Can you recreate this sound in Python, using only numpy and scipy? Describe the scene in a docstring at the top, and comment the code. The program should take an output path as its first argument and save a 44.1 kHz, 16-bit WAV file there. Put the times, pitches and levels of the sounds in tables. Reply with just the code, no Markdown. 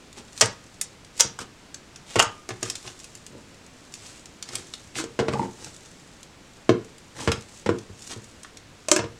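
"""In a small room, hands knead a big mass of slime on a table, close to the microphone.
Air pockets burst with wet pops (a snap, a smack and a ringing hollow), pats slap and thud, tacky skin ticks.
Squeezed air gurgles through ringing folds, and larger bubbles glug with rising notes.
Stretched slime fizzes as tiny bubbles open. Echoes and a steady room tone surround it all.
Peaks beyond full scale are clipped flat, as in an overloaded recorder."""
import sys
import numpy as np
from scipy import signal
from scipy.fft import rfft, irfft
from scipy.io import wavfile

SR = 44100
rng = np.random.default_rng(int(sys.argv[2]) if len(sys.argv) > 2 else 0)


def master(y):
    """Save y as 16-bit WAV."""
    cut = np.clip(np.atleast_2d(y).T, -1, 1)
    pcm = np.round(cut * 32767)  # scale
    wavfile.write(sys.argv[1], SR, pcm.astype(np.int16))


N = 405279  # length of the scene [samples]

# Steady rumble and hiss of the room: (frequency [Hz], relative level [dB]), and its overall level [dB]
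ROOM_TONE = [(25, -5), (108, 0.5), (300, -3), (760, -11), (2500, -14), (7500, -20.5), (10000, -30),
             (16000, -44.5)]
ROOM_TONE_DB = -50
# Slime being drawn out: (time of greatest strain [s], fizz before trim and colour [dB],
# build-up [s], relaxation [s]); both durations are for a factor of e in loudness
PULLS = [(.39, -45.5, 0.044, 0.08), (1.2, -40, 0.022, 0.047), (2.78, -52.5, 0.14, 0.41),
         (4.08, -53, 0.19, 0.13), (4.56, -48.5, .05, 0.18), (5.65, -51.5, 0.2, 0.17),
         (7.22, -48, 0.045, 0.14), (7.56, -51, 0.08, 0.069), (8.07, -50, 0.11, 0.084)]
# Fizz of the resting slime before trim and colour [dB]; bubbles that prickle at full strain [per s]
REST_DB, PRICKLES_PER_S = -66.5, 76
# Colour of the fizz: (frequency [Hz], gain [dB])
FIZZ_COLOUR = [(500, -11.5), (2000, -1.5), (7700, 9), (10000, -3.5), (16000, -26)]
# Tacky spots letting go: (time [s], level [dB], brightness [Hz])
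TICKS = [(0.1283, -44.5, 6740), (0.2813, -50, 3470), (0.377, -33, 5430), (0.8128, -19.5, 9600),
         (1.047, -46, 5450), (1.1964, -20.5, 5900), (1.7438, -32.5, 5140), (1.9595, -38.5, 5000),
         (2.6994, -23, 6400), (2.754, -29.5, 5900), (2.8758, -34, 2900), (2.9996, -43, 6000),
         (3.0428, -38, 6200), (3.1516, -38, 7150), (3.2648, -37.5, 7000), (3.939, -33.5, 6800),
         (4.257, -39.5, 6740), (4.4256, -29, 5370), (4.489, -35, 4400), (4.554, -23, 7460),
         (4.7374, -30, 4250), (4.955, -31.5, 2850), (5.335, -30.5, 1980), (6.23, -40.5, 7300),
         (6.6929, -24.5, 1960), (6.8463, -46.5, 6500), (6.9815, -46, 7500), (7.3178, -21, 4100),
         (7.7854, -39.5, 4760), (8.4326, -39, 7040), (8.447, -38, 1730), (8.571, -39, 6000)]
# Colour shared by all ticks: (frequency [Hz], gain [dB])
TICK_COLOUR = [(100, -0.5), (8200, 1.5), (10500, -6.5), (16000, -25)]
# Squeezes and peels: (middle [s], half of the whole duration [s],
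# gurgle before trim [dB], crackle before trim [dB])
SQUELCHES = [(0.183, 0.037, -48.5, -45), (1.414, 0.026, -43.5, -39), (2.13, 0.09, -62, -43.5),
             (2.673, 0.084, -50.5, -42), (2.873, 0.067, -49, -45.5), (3.35, 0.096, -48, -81),
             (4.081, 0.2, -71, -51), (4.543, 0.11, -47.5, -44), (4.991, 0.059, -37.5, -32),
             (5.338, 0.032, -28.5, -44), (5.409, 0.09, -31.5, -48), (5.639, 0.084, -49.5, -48.5),
             (7.222, 0.089, -40, -39.5), (8.117, 0.042, -47.5, -38)]
# Hollow folds set ringing by squeezed air, before random detuning:
# (frequency [Hz], relative level [dB], time to fall 60 dB [s])
FOLD_MODES = [(130, -6, 0.11), (249, -4, 0.041), (367, 0, 0.037), (474, -6.5, 0.034), (867, -11, 0.034)]
# Colour of wet surfaces crackling apart: (frequency [Hz], gain [dB])
CRACKLE_COLOUR = [(200, -20), (2200, 3), (8000, 3), (10000, -8), (16000, -32)]
# Bursting air pockets: (time [s], middle pitch of the hollow [Hz], ring of the hollow [dB],
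# wet smack [dB], snap of the skin [dB])
POPS = [(0.41, 570, -27, -17, -12), (0.4135, 580, -28, -42, -10), (0.4208, 626, -20, -21.5, -26),
        (0.458, 500, -34, -50, -25), (1.2002, 990, -32, -24, -15.5), (1.2066, 550, -30.5, -24.5, -7.5),
        (1.3895, 1260, -36, -35, -34), (2.1575, 616, -20.5, -22.5, -27), (2.187, 920, -42, -22, -33),
        (2.1936, 900, -30, -17, -15.5), (2.1986, 870, -22, -11, -16), (2.222, 1100, -45, -42, -26),
        (2.2258, 1260, -37, -24, -21), (2.49, 380, -33, -33.5, -32), (2.6289, 397, -40, -32.5, -23),
        (5.04, 423, -26.5, -40, -36), (7.3176, 510, -35, -26.5, -26.5), (8.885, 597, -25, -29, -23),
        (8.9147, 365, -17.5, -18.5, -9), (8.9627, 358, -21, -21, -19)]
# Colours of the wet smack and of the snapping skin: (frequency [Hz], gain [dB])
SMACK_COLOUR = [(150, -31.5), (650, 0.5), (2200, -2), (3300, -2.5), (4300, -29.5), (16000, -57)]
SNAP_COLOUR = [(500, -27), (3700, -10), (4900, -3), (7200, 1), (8500, -4.5), (10500, -17), (16000, -37.5)]
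# Faint ringing that lingers after a smack, before random detuning:
# (frequency [Hz], relative level [dB], time to fall 60 dB [s])
AFTER_RING = [(930, 8, 0.12), (1222, -2, 0.42)]
# Pats and squeezes of the mass: (time [s], table thud [dB], hollow body [dB], slap [dB])
PATS = [(0.424, -36, -26.5, -19.5), (1.247, -40.5, -35.5, -55), (2.162, -30.5, -21.5, -23),
        (2.505, -45.5, -38.5, -33), (2.627, -46, -31, -42), (5.19, -51, -21, -24), (5.198, -32, -21, -23.5),
        (5.283, -35, -21, -24.5), (6.6923, -31, -10, -25), (7.2749, -24.5, -18, -20.5),
        (7.288, -31.5, -25.5, -32), (7.661, -37, -27, -26), (7.6907, -33.5, -14.5, -28.5),
        (7.897, -44, -45.5, -71), (8.162, -41.5, -40.5, -58), (8.99, -37, -28.5, -24.5),
        (9.04, -40.5, -33.5, -37)]
# Colour of the slapping skin: (frequency [Hz], gain [dB])
SLAP_COLOUR = [(50, -40.5), (200, -19.5), (500, 5.5), (1200, -1.5), (2100, -2.5), (8000, -17), (16000, -59)]
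# The hollow mass, and its thud on the table, before random detuning:
# (frequency [Hz], relative level [dB], time to fall 60 dB [s])
BODY_MODES = [(253, -7, 0.057), (364, 1, 0.047), (449.4, 0, 0.043), (623, -13, 0.063), (1020, -7, 0.02)]
THUD_MODES = [(111, -8, 0.11), (199, -18, 0.068)]
# Larger bubbles welling up through the folds: (time [s], starting pitch [Hz], level [dB])
GLUGS = [(5.226, 430, -21), (5.335, 1150, -31), (5.355, 820, -28), (5.394, 890, -24), (5.412, 350, -25),
         (5.428, 880, -31), (7.662, 230, -26), (8.918, 580, -20)]
# How long the room's echoes last: (frequency [Hz], time to fall 60 dB [s])
ROOM_T60 = [(100, 0.31), (5000, 0.27), (12000, 0.06)]
# Strength of the room's tail: (frequency [Hz], gain [dB])
ROOM_SEND = [(110, -4), (170, 3), (700, -6), (1250, -2), (2500, -6.5), (12000, -8)]
EDGE_HZ = 16400  # upper edge of the recorded band


def amp(db):
    """Turns decibels into a gain."""
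    return 10 ** (np.asarray(db) / 20)


def evened(x):
    """Scales a sound to an average (rms) strength of 1."""
    return x / np.sqrt(np.mean(x ** 2) + 1e-20)


def burst(x, span):
    """Scales a short sound so that its energy equals rms 1 held for span seconds."""
    return x * np.sqrt(span * SR / (np.sum(x ** 2) + 1e-20))


def read(points, hz):
    """Reads a curve between its points, on a log-frequency axis."""
    f, value = np.transpose(points)
    return np.interp(np.log(hz + 1), np.log(f + 1), value)


def add(mix, s, sound):
    """Mixes a sound in, starting at time s [s]."""
    part = mix[max(round(s * SR), 0):][:len(sound)]
    part += sound[:len(part)]


def colour(x, points, size=2048):
    """Filters to the given spectrum with no sound before the attack, so that attacks stay sharp."""
    log_gain = np.log(amp(read(points, abs(np.fft.fftfreq(size, 1 / SR)))))
    taps = np.fft.ifft(np.exp(np.conj(signal.hilbert(log_gain)))).real
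    return signal.oaconvolve(x, taps[:size // 2])[:len(x)]


def low_cut(x, hz):
    """Removes bass, because small objects radiate little of it."""
    return signal.sosfilt(signal.butter(2, hz, "high", fs=SR, output="sos"), x)


def grains(count, per_s, spread_db):
    """Sparse clicks of random sign; a few are much larger than the rest."""
    size = amp(spread_db * np.minimum(rng.exponential(1, count), 4))
    sign = rng.choice([-1, 1], count)
    happens = rng.random(count) < per_s / SR
    return size * sign * happens


def tear(length, rest, rise=0.0004, count=4096):
    """A film gives way: one sharp break sets off a run of tiny ones that builds and dies."""
    t = np.arange(count) / SR
    swell = np.exp(-t / length) * (1 - np.exp(-t / rise))
    run = grains(count, per_s=14000, spread_db=2.0) * swell
    return signal.unit_impulse(count) + rest * run / np.linalg.norm(run)


def ring(modes, detune, count=12000):
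    """Dying tones that start together; each blow shifts them a little, as the soft mass changes shape."""
    t = np.arange(count) / SR
    out = np.zeros(count)
    for hz, db, t60 in modes:
        shifted_hz = hz * (1 + detune * rng.uniform(-0.75, 1))
        out += amp(db - 60 * t / t60) * np.sin(2 * np.pi * shifted_hz * t)
    return out


def room_tone():
    """Steady low rumble and microphone hiss, made by shaping random noise."""
    shape = amp(read(ROOM_TONE, np.fft.rfftfreq(N, 1 / SR)))
    noise = irfft(rfft(rng.standard_normal(N)) * shape, N)
    return amp(ROOM_TONE_DB) * evened(noise)


def stretch(fizz_db=-1, prickle_db=-3, waver_db=3.5, kinds=8):
    """Tiny bubbles open as strain builds and relaxes; the more strain, the more prickle above the fizz."""
    t = np.arange(N) / SR
    # the resting fizz wavers, with eight new random values a second
    waver = np.interp(t, np.arange(80) / 8, rng.standard_normal(80))
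    power = amp(REST_DB + waver_db * waver) ** 2
    for s, db, build, relax in PULLS:
        strain = np.exp(-np.maximum((s - t) / build, (t - s) / relax))
        power = power + (amp(db) * strain) ** 2
    level = np.sqrt(power)
    fine = amp(fizz_db) * evened(grains(N, per_s=4500, spread_db=3.5))
    rate = PRICKLES_PER_S * np.sqrt(level / level.max()) / kinds
    # several kinds of prickle, each with its own tear
    prickles = np.zeros(N)
    for _ in range(kinds):
        clicks = grains(N, per_s=rate, spread_db=3.0)
        prickles += signal.oaconvolve(clicks, tear(length=0.0025, rest=1.8))[:N]
    return level * colour(fine + amp(prickle_db) * evened(prickles), FIZZ_COLOUR)


def ticks(skirt_db=-13):
    """Tiny bonds break as tacky skin lets go, each tick with its own brightness."""
    out = np.zeros(N)
    for s, db, hz in TICKS:
        # a hump of treble that falls away on both sides
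        hump = [(hz / 12, 1.68 * skirt_db), (hz / 3, 0.5 * skirt_db), (hz * 1.14, 0),
                (hz * 3, skirt_db), (hz * 10, 3 * skirt_db)]
        tick = colour(colour(tear(length=0.0029, rest=5.8), hump), TICK_COLOUR)
        add(out, s, amp(db) * burst(tick, span=0.0039))
    return out


def bubbles(count, per_s=170, cycles=14, low_hz=700, high_hz=2300):
    """Small trapped bubbles burst at random, each with a short ring at its own pitch."""
    out, t = np.zeros(count), np.arange(1024) / SR
    for when, pitch, strength in rng.random(size=(128, 3))[:round(per_s * count / SR)]:
        hz = low_hz * (high_hz / low_hz) ** pitch
        note = np.sin(2 * np.pi * hz * t) * amp(-60 * t * hz / cycles)
        add(out, when * count / SR, strength * note)
    return out


def squelches(gurgle_db=-1, crackle_db=-1, lump_db=3.5, bubble_db=-5):
    """Puffs of squeezed air ring the hollow folds while wet surfaces crackle apart and small bubbles burst."""
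    out = np.zeros(N)
    for s, length, low_db, high_db in SQUELCHES:
        count = int(2 * length * SR)
        # the slime sticks and slips, so the flow comes in lumps
        lumps = np.interp(np.arange(count) / SR, np.arange(64) / 110, rng.uniform(-1, 1, 64))
        swell = np.hanning(count) * amp(lump_db * lumps)
        puffs = grains(count, per_s=600, spread_db=3.5)
        # cut twice for a steeper loss of bass
        folds = low_cut(low_cut(ring(FOLD_MODES, detune=0.061), hz=95), hz=95)
        gurgle = burst(signal.oaconvolve(puffs, folds)[:count] * swell, span=length)
        clicks = grains(count, per_s=1500, spread_db=2.0)
        crackle = burst(colour(clicks, CRACKLE_COLOUR) * swell, span=length)
        add(out, s - length, gurgle * amp(low_db + gurgle_db) + crackle * amp(high_db + crackle_db))
        # bubbles need both air and wetness, so their level lies between the two
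        bursting = burst(bubbles(count) * swell, span=length)
        add(out, s - length, bursting * amp((low_db + high_db) / 2 + bubble_db))
    return out


def pops(cavity_cycles=16, rise=0.023, after_db=-23):
    """A pocket's skin snaps, wet walls smack apart, the opening hollow rings upward, a faint ring lingers."""
    out, t = np.zeros(N), np.arange(4096) / SR
    for s, hz, cavity_db, smack_db, snap_db in POPS:
        glide = hz * (1 + rise * (.5 - np.exp(-t / 0.0058)))
        # small hollows die sooner: each rings for the same number of cycles
        cavity = np.sin(2 * np.pi * np.cumsum(glide) / SR) * amp(-60 * t * hz / cavity_cycles)
        smack = colour(tear(length=0.0052, rest=3.0), SMACK_COLOUR)
        after = ring(AFTER_RING, detune=0.016)
        snap = colour(tear(length=0.0031, rest=2.2), SNAP_COLOUR)
        add(out, s, amp(cavity_db) * burst(low_cut(cavity, hz / 2), span=0.0047))
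        add(out, s, amp(smack_db) * burst(smack, span=0.0059))
        add(out, s, amp(smack_db + after_db) * burst(after, span=0.081))
        add(out, s, amp(snap_db) * burst(snap, span=0.0045))
    return out


def pats():
    """A slap of skin; as the palm flattens, the hollow mass rings and thuds into the table."""
    out = np.zeros(N)
    for s, thud_db, body_db, slap_db in PATS:
        slap = colour(tear(length=0.0082, rest=8.4, rise=0.00038), SLAP_COLOUR)
        body = low_cut(ring(BODY_MODES, detune=0.052), hz=215)
        thud = low_cut(ring(THUD_MODES, detune=0.09), hz=80)
        add(out, s, amp(slap_db) * burst(slap, span=0.0073))
        # the body and then the thud follow within milliseconds
        add(out, s + 0.000985, amp(body_db) * burst(body, span=0.0086))
        add(out, s + 0.0046, amp(thud_db) * burst(thud, span=0.038))
    return out


def glugs(cycles=34, rise=0.098, open_s=0.0015, count=6000):
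    """A larger bubble wells up through a fold; its note bends upward as it opens, and dies away."""
    out, t = np.zeros(N), np.arange(count) / SR
    for s, hz, db in GLUGS:
        age = t * hz / cycles  # reaches 1 when the note has fallen 60 dB
        glide = hz * (1 + rise * np.minimum(age, 1))
        fade = amp(-60 * age) * (1 - np.exp(-t / open_s))
        note = np.sin(2 * np.pi * np.cumsum(glide) / SR) * fade
        add(out, s, amp(db) * burst(note, span=0.01))
    return out


def echoes(early_db=-7, early_s=0.0081, count=26000):
    """Quick reflections from the table and nearby things, then a short tail that dies band by band."""
    t = np.arange(count) / SR
    early = grains(count, per_s=2500, spread_db=1.0) * np.exp(-t / early_s) * (t > .0015)
    scatter = evened(grains(count, per_s=4000, spread_db=1)) * (t > .006)
    hz, when, bands = signal.stft(scatter, SR, nperseg=256)
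    t60 = read(ROOM_T60, hz)[:, None]
    # the square root keeps long and short decays at comparable energy
    decay = amp(-60 * when / t60) * np.sqrt(np.log(10 ** 6) / t60 / SR)
    send = amp(read(ROOM_SEND, hz))[:, None]
    tail = signal.istft(bands * decay * send, SR, nperseg=256)[1][:count]
    return tail + amp(early_db) * early / np.linalg.norm(early)


def room(x, count=5):
    """The hands move over the mass, so the sound shifts between several patterns of echoes."""
    t = np.arange(N) / SR
    out = x
    for k in range(count):
        # the squares of all the shares add up to 1
        share = np.sqrt(2 / count) * np.cos(np.pi * (t + k / count))
        out = out + signal.oaconvolve(x * share, echoes())[:N]
    return out


def scene():
    """All the handling with its echoes, over the steady room tone, as one channel."""
    handling = stretch() + ticks() + squelches() + pops() + pats() + glugs()
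    return (room(handling) + room_tone())[None]


def record(dry):
    """Peaks beyond full scale clip; then the highest treble is filtered off."""
    clipped = np.clip(dry, -1, 1)
    band_limit = signal.firwin(511, EDGE_HZ, window=("kaiser", 9), fs=SR)
    return signal.oaconvolve(clipped, band_limit[None], "same")


dry = scene()
out = record(dry)
master(out)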